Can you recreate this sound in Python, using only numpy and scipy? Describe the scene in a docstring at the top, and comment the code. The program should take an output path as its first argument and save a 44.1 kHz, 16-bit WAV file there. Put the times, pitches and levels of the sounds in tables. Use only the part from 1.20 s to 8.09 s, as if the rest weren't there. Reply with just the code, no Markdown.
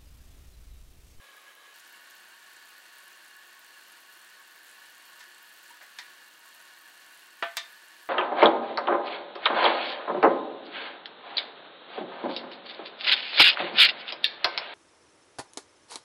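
"""Asparagus simmers in a shallow pan of water over a gas flame, heard from above the pan.
Half a second in, the listening place changes to beside the stove.
Steam bubbles collapse on the hot base and ring the pan, tiny ones burst at the surface, the flame rushes.
At about four seconds tongs stir the water and knock the pan, and a trapped air pocket rings.
After six seconds they strike a steel tray twice as a spear is laid in it: damped modes, noise and a tick."""
import sys
import numpy as np
from scipy import signal
from scipy.fft import rfft, irfft, next_fast_len
from scipy.io import wavfile
from scipy.ndimage import map_coordinates

SR = 44100
rng = np.random.default_rng(int(sys.argv[2]) if len(sys.argv) > 2 else 0)


def generate_wav(sig):
    """Save sig (samples, or channels by samples) to the path in sys.argv[1] as 16-bit PCM at SR."""
    pcm = np.round(np.clip(np.atleast_2d(sig).T, -1, 1) * 32767).astype(np.int16)
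    wavfile.write(sys.argv[1], SR, pcm)


N = 303832
TIME = np.arange(N) / SR
RING_TIME = TIME[:SR // 2]  # the half second given to each knock and to the room tail

# how fast the dense noise of a knock dies on pan or tray: (frequency [Hz], t60 [s])
CLASH_DECAY = [(150, .12), (500, 0.15), (1500, 0.18), (4000, 0.27), (7000, 0.15), (12000, .11)]


def amp(db):
    """Decibels to gain."""
    return 10 ** (np.asarray(db) / 20)


def unit(x):
    """Scale to rms 1."""
    return x / np.sqrt(np.mean(x ** 2) + 1e-20)


def along(points, hz):
    """Read (frequency, value) points on a log frequency axis."""
    f, v = np.transpose(points)
    return np.interp(np.log(hz + 1), np.log(f + 1), v)


def wobble(rate):
    """A smooth random curve with rate knots a second."""
    knots = rng.standard_normal(int(N * rate / SR) + 4)
    return map_coordinates(knots, [TIME * rate])


def filtered(x, response):
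    """Multiply the spectrum of x by a response that depends on frequency."""
    m = next_fast_len(len(x) + SR // 2)
    hz = np.fft.rfftfreq(m, 1 / SR)
    return irfft(rfft(x, m) * response(hz), m)[:len(x)]


def resonate(x, modes):
    """Pass x through steep-sided resonances, whose powers add."""
    def response(hz):
        power = 0
        for centre, width, db in modes:
            offset = (hz - centre) / (0.64 * width)
            power = power + amp(db) ** 2 / (1 + offset ** 2) ** 2
        return np.sqrt(power)

    return filtered(x, response)


def coloured(x, spectrum):
    """Give x the colour of a (frequency [Hz], level [dB]) curve."""
    return filtered(x, lambda hz: amp(along(spectrum, hz)))


def roll_off(x, hz, kind, order):
    """A causal low-pass or high-pass."""
    sos = signal.butter(order, min(hz, SR / 2 - 1), kind, fs=SR, output="sos")
    return signal.sosfilt(sos, x)


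def dying_noise(spectrum, decay):
    """Coloured noise, starting at rms 1, whose bands die at their own speeds."""
    noise = unit(coloured(rng.standard_normal(len(RING_TIME)), spectrum))
    hz, t, bands = signal.stft(noise, SR, nperseg=256)
    t60 = along(decay, hz)[:, None]
    return signal.istft(bands * amp(-60 * t / t60), SR)[1][:len(RING_TIME)]


def ringing(modes):
    """Sum damped sines (Hz, dB, t60) of alternating sign, their strengths varying a little from blow to blow."""
    t = RING_TIME
    out = np.zeros(len(t))
    for k, (hz, db, t60) in enumerate(modes):
        envelope = amp(db + rng.normal(0, 0.7) - 60 * t / t60)
        out += (-1) ** k * envelope * np.sin(2 * np.pi * hz * t)
    return out


def add(track, s, sound):
    """Mix a sound into the track at time s."""
    room = track[round(s * SR):][:len(sound)]
    room += sound[:len(room)]


def by_place(above, beside):
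    """What is heard above the pan gives way quickly to what is heard beside it."""
    move_s, fade_s = 0.53, 0.018
    moved = np.clip((TIME - move_s) / fade_s, 0, 1)
    return (1 - moved) * above + moved * beside


def collapses(rate, spread_db):
    """Bubbles collapse as random impulses of either sign and very unequal size, rms 1."""
    happen = rng.random(N) < rate / SR  # rate is per second
    sign = rng.choice([-1, 1], N)
    size = amp(spread_db * np.minimum(rng.standard_normal(N), 2))
    return unit(happen * sign * size)


def bursts(times, sizes, pitches, cycles):
    """Each bursting bubble is a sine that dies within a few cycles."""
    age = np.arange(128)  # samples
    turns = pitches[:, None] * age / SR
    waves = sizes[:, None] * np.sin(2 * np.pi * turns) * np.exp(-turns / cycles)
    places = (times * SR).astype(int)[:, None] + age
    return np.bincount(places.ravel(), waves.ravel(), N)[:N]


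def burner():
    """The gas flame's soft, steady rush is coloured noise."""
    # colour of the flame: (frequency [Hz], relative level per Hz [dB])
    flame = [(25, -36), (70, -31), (100, -22), (130, -7), (170, -11), (200, -3), (240, -11.5), (295, 2),
             (360, 2.5), (430, -8), (700, -5.5), (2000, -21.5)]
    return amp(-74) * unit(coloured(rng.standard_normal(N), flame))


def simmer(modes, seethe, ring_db, seethe_db):
    """Steam bubbles collapse on the hot base: they ring the pan and crackle through the water."""
    ring = unit(resonate(collapses(rate=6000, spread_db=3.0), modes))
    crackle = unit(coloured(collapses(rate=8000, spread_db=2.5), seethe))
    return amp(ring_db) * ring + amp(seethe_db + 0.54 * wobble(22)) * crackle


def water():
    """A steady boil that wavers slightly, coloured differently at each listening place."""
    # resonances of the water-loaded pan at each place: (frequency [Hz], nominal width [Hz], level [dB])
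    pan_above = [(562, 43, -10), (1097, 66, -4), (1222, 47, -6), (1662, 67, 1.5), (2170, 70, -11.5),
                 (2260, 53, -9), (2510, 46, -14), (2900, 88, -15), (3060, 79, -6.5), (3410, 50, -11),
                 (3860, 160, -10.5), (6700, 150, -21), (10150, 70, -16), (10900, 250, -20),
                 (12850, 120, -17)]
    pan_beside = [(917, 11, -11.5), (937, 28, -8), (1106.5, 40, -4), (1153, 22, -14), (1264, 25, -10),
                  (1482, 77, -1.5), (1588, 31, -3), (1716, 71, 1.5), (1825, 110, -4), (2225, 47, -9.5),
                  (2514, 33, -11.5), (2794, 64, -4.5), (3015, 150, -13.5), (3950, 120, -15),
                  (4378, 250, -11), (7280, 50, -16), (8200, 100, -16.5), (9920, 230, -23.5),
                  (12610, 55, -13)]
    # the broad seething under the resonances: (frequency [Hz], relative level per Hz [dB])
    seethe_above = [(100, -30), (280, -25), (420, 3), (900, 4), (2000, 6.5), (3800, 2), (5000, -2.5),
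                    (9000, -5.5), (12000, -9.5), (15500, -11)]
    seethe_beside = [(150, -15.5), (400, -6), (650, -0.5), (1000, 2), (2000, 2.5), (3200, 2.5),
                     (4500, -0.5), (5200, -3.5), (9000, -6.5), (15500, -12.5)]
    above = amp(-54.5) * simmer(pan_above, seethe_above, ring_db=-3.2, seethe_db=-3.0)
    beside = amp(-53.5) * simmer(pan_beside, seethe_beside, ring_db=-2.5, seethe_db=-3.5)
    return by_place(above, beside) * amp(0.39 * wobble(5.31))


def fizz():
    """Tiny bubbles burst at the surface, more strongly while the water is stirred."""
    above_db, beside_db = -75, -65
    stir_s, stir_spread_s, stir_rise_db = 3.9, 0.8, 2.2
    when, rarity, pitch = rng.random((3800, 3)).T  # one row a bubble
    hz = 6200 + 9800 * pitch
    sizes = amp(5.8 * np.minimum(-np.log(1 - rarity), 3.1)) * hz ** 0.75  # a few are much larger
    crowd = unit(bursts(when * N / SR, sizes, hz, cycles=1.56))
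    stirred = np.exp(-0.5 * ((TIME - stir_s) / stir_spread_s) ** 2)
    level_db = by_place(above_db, beside_db) + stir_rise_db * stirred + 1.4 * wobble(14)
    return crowd * amp(level_db)


def pops():
    """Now and then one bubble bursts far louder than the rest, as a brief dying sine."""
    # the loudest surface bubbles: (time [s], level before the common gain [dB], frequency [Hz])
    loud_bubbles = [(0.167, -40, 15000), (0.3531, -37, 15200), (0.7262, -39, 12600), (0.9083, -39, 11200),
                    (0.9547, -40, 13200), (1.8801, -39, 11100), (2.1665, -41, 12700), (2.3944, -39, 12600),
                    (2.7204, -39, 10900), (4.147, -41, 8120), (5.2889, -40, 12600), (6.6847, -41, 8930)]
    common_gain_db = 3
    s, db, hz = np.transpose(loud_bubbles)
    return bursts(s, amp(db + common_gain_db), hz, cycles=2.2)


def stirring():
    """Stirred water fizzes up, and a trapped air pocket rings with a rising pitch."""
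    # tongs and spears stirring the water: (time of the middle [s], level [dB], Gaussian spread [s])
    swishes = [(0.57, -60, .04), (4.017, -57.5, 0.02), (4.464, -62, 0.015)]
    # air pockets trapped by the tongs: (time [s], level [dB], starting frequency [Hz])
    glugs = [(4.503, -44, 934)]
    swell = sum(amp(db) * np.exp(-0.5 * ((TIME - s) / spread) ** 2) for s, db, spread in swishes)
    froth = roll_off(collapses(rate=1900, spread_db=7), 2200, "high", order=2)
    out = swell * unit(roll_off(froth, 5100, "low", order=2))
    t = RING_TIME
    for s, db, hz in glugs:
        envelope = amp(db - 60 * t / 0.13) * (1 - np.exp(-t / 0.004))
        add(out, s, envelope * np.sin(2 * np.pi * hz * t * (1 + 0.58 * t)))
    return out


def pan_knocks():
    """The tongs clack on the pan, which the water damps quickly; through a spear the contact is a soft bump."""
    # tongs against the pan: (time [s], gain [dB], low-pass of the contact [Hz])
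    knocks = [(4.006, -48, 6000), (4.786, -36, 5600)]
    # colour of the clack: (frequency [Hz], relative level per Hz [dB])
    clack_colour = [(100, -45), (300, -29), (650, -14), (950, -4), (1300, -7), (1800, 6), (2300, 1),
                    (2900, -6.5), (3700, -2.5), (5000, -4), (9000, -8), (15000, -7)]
    # what the tongs ring with as they clack: (frequency [Hz], relative level [dB], t60 [s])
    tongs = [(972, -0.5, .14), (1770, -1, 0.16), (1890, -3, 0.21), (2056, -11, .17), (2395, -6, 0.26),
             (3600, 2.5, .1), (3750, -12, .1)]
    # the tongs press a spear against the base: (time [s], gain [dB])
    bump = (4.607, -44.5)
    # colour of the bump: (frequency [Hz], relative level per Hz [dB])
    bump_colour = [(200, -30), (420, -13), (620, 3.5), (1200, -3), (1900, 5), (2800, -10), (4500, -10),
                   (8000, -24)]
    out, t = np.zeros(N), RING_TIME
    for s, db, bright_hz in knocks:
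        clack = dying_noise(clack_colour, CLASH_DECAY) * (0.5 + 0.94 * np.exp(-t / 0.023))
        knock = clack + amp(-8.5) * ringing(tongs)
        add(out, s, amp(db) * roll_off(knock, bright_hz, "low", order=2))
    bump_s, bump_db = bump
    soft_onset = 1 - np.exp(-t / 0.0058)
    add(out, bump_s, amp(bump_db) * dying_noise(bump_colour, CLASH_DECAY) * soft_onset)
    return out


def tray_knocks():
    """A cushioned blow inside the tray drives its low modes, a bare one on the rim its high modes and a sharp tick."""
    # tongs against the tray: (time [s], gain [dB], low-pass of the clash [Hz], high-pass of the clash [Hz],
    # tick gain [dB], place [0 inside to 1 rim])
    knocks = [(6.2245, -21.5, 2620, 260, -58, 0.12), (6.369, -25, 7400, 2200, -23.5, 1)]
    # the tray's modes: (frequency [Hz], level struck inside [dB], level struck on the rim [dB], t60 [s])
    tray_modes = [(591, -20.5, -31, 0.21), (678, -7, -22.5, 0.28), (807, -21, -33, 0.21),
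                  (973, -17, -35, 0.2), (1195, -12, -14, 0.18), (1301, -16, -24, 0.14),
                  (1532, -11, -35, 0.26), (1775, -11.5, -15, 0.19), (1790, -14, -15, 0.2),
                  (1900, -27, -19, 0.17), (2000, -23, -29, 0.12), (1980, -15, -15, 0.15),
                  (2100, -21, -17.5, 0.24), (2330, -20, -17, 0.16), (2440, -21, -23, 0.19),
                  (2950, -21, -24, .18), (3034, -20, -26, 0.14), (3310, -18, -16, 0.17),
                  (3570, -33, -9.5, 0.21), (3620, -32, -12, 0.22), (3900, -33, -19, .17),
                  (4280, -49, -22, .21)]
    # its crowd of weak modes: (frequency [Hz], relative level per Hz [dB])
    clash_colour = [(60, -22), (170, -29), (290, -6), (430, -5), (580, -2.5), (720, -1.5), (1000, 2),
                    (1900, 2), (2700, -2), (4400, -2.5), (5500, -7), (8000, -6.5), (15000, -16.5)]
    out, t = np.zeros(N), RING_TIME
    for s, db, bright_hz, low_hz, tick_db, rim in knocks:
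        struck = [(hz, inside_db + rim * (rim_db - inside_db), t60)
                  for hz, inside_db, rim_db, t60 in tray_modes]
        ring = ringing(struck)
        clash = dying_noise(clash_colour, CLASH_DECAY) * (0.48 + 0.95 * np.exp(-t / 0.0088))
        clash = roll_off(clash, bright_hz, "low", order=3)
        clash = roll_off(clash, low_hz, "high", order=1)
        tick = roll_off(rng.standard_normal(len(t)), 4100, "high", order=2) * np.exp(-t / 0.0016)
        contact = 1 - np.exp(-t / 0.00049)  # the force takes a moment to build
        add(out, s, amp(db) * contact * (ring + clash) + amp(tick_db) * tick)
    return out


def scene():
    """Everything at the stove, with the answer of a small kitchen as a tail of dying noise."""
    # reverberation of the room: (frequency [Hz], t60 [s])
    kitchen_decay = [(200, 0.29), (2000, 0.3), (6000, 0.22), (14000, 0.055)]
    dry = burner() + water() + fizz() + pops() + stirring() + pan_knocks() + tray_knocks()
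    tail = dying_noise([(100, 0), (4000, 0), (15000, -4)], kitchen_decay)
    tail = np.pad(tail, (SR // 200, 0))  # the room answers 5 ms late
    echo = signal.fftconvolve(dry, tail / np.linalg.norm(tail))[:N]
    return (dry + amp(-15.5) * echo)[None]


def record(dry):
    """The microphone sheds the deep bass and keeps nothing above its band limit."""
    top_hz = 15800
    without_bass = roll_off(dry[0], 142, "high", order=3)
    return filtered(without_bass, lambda hz: hz < top_hz)[None]


dry = scene()
out = record(dry)
generate_wav(out)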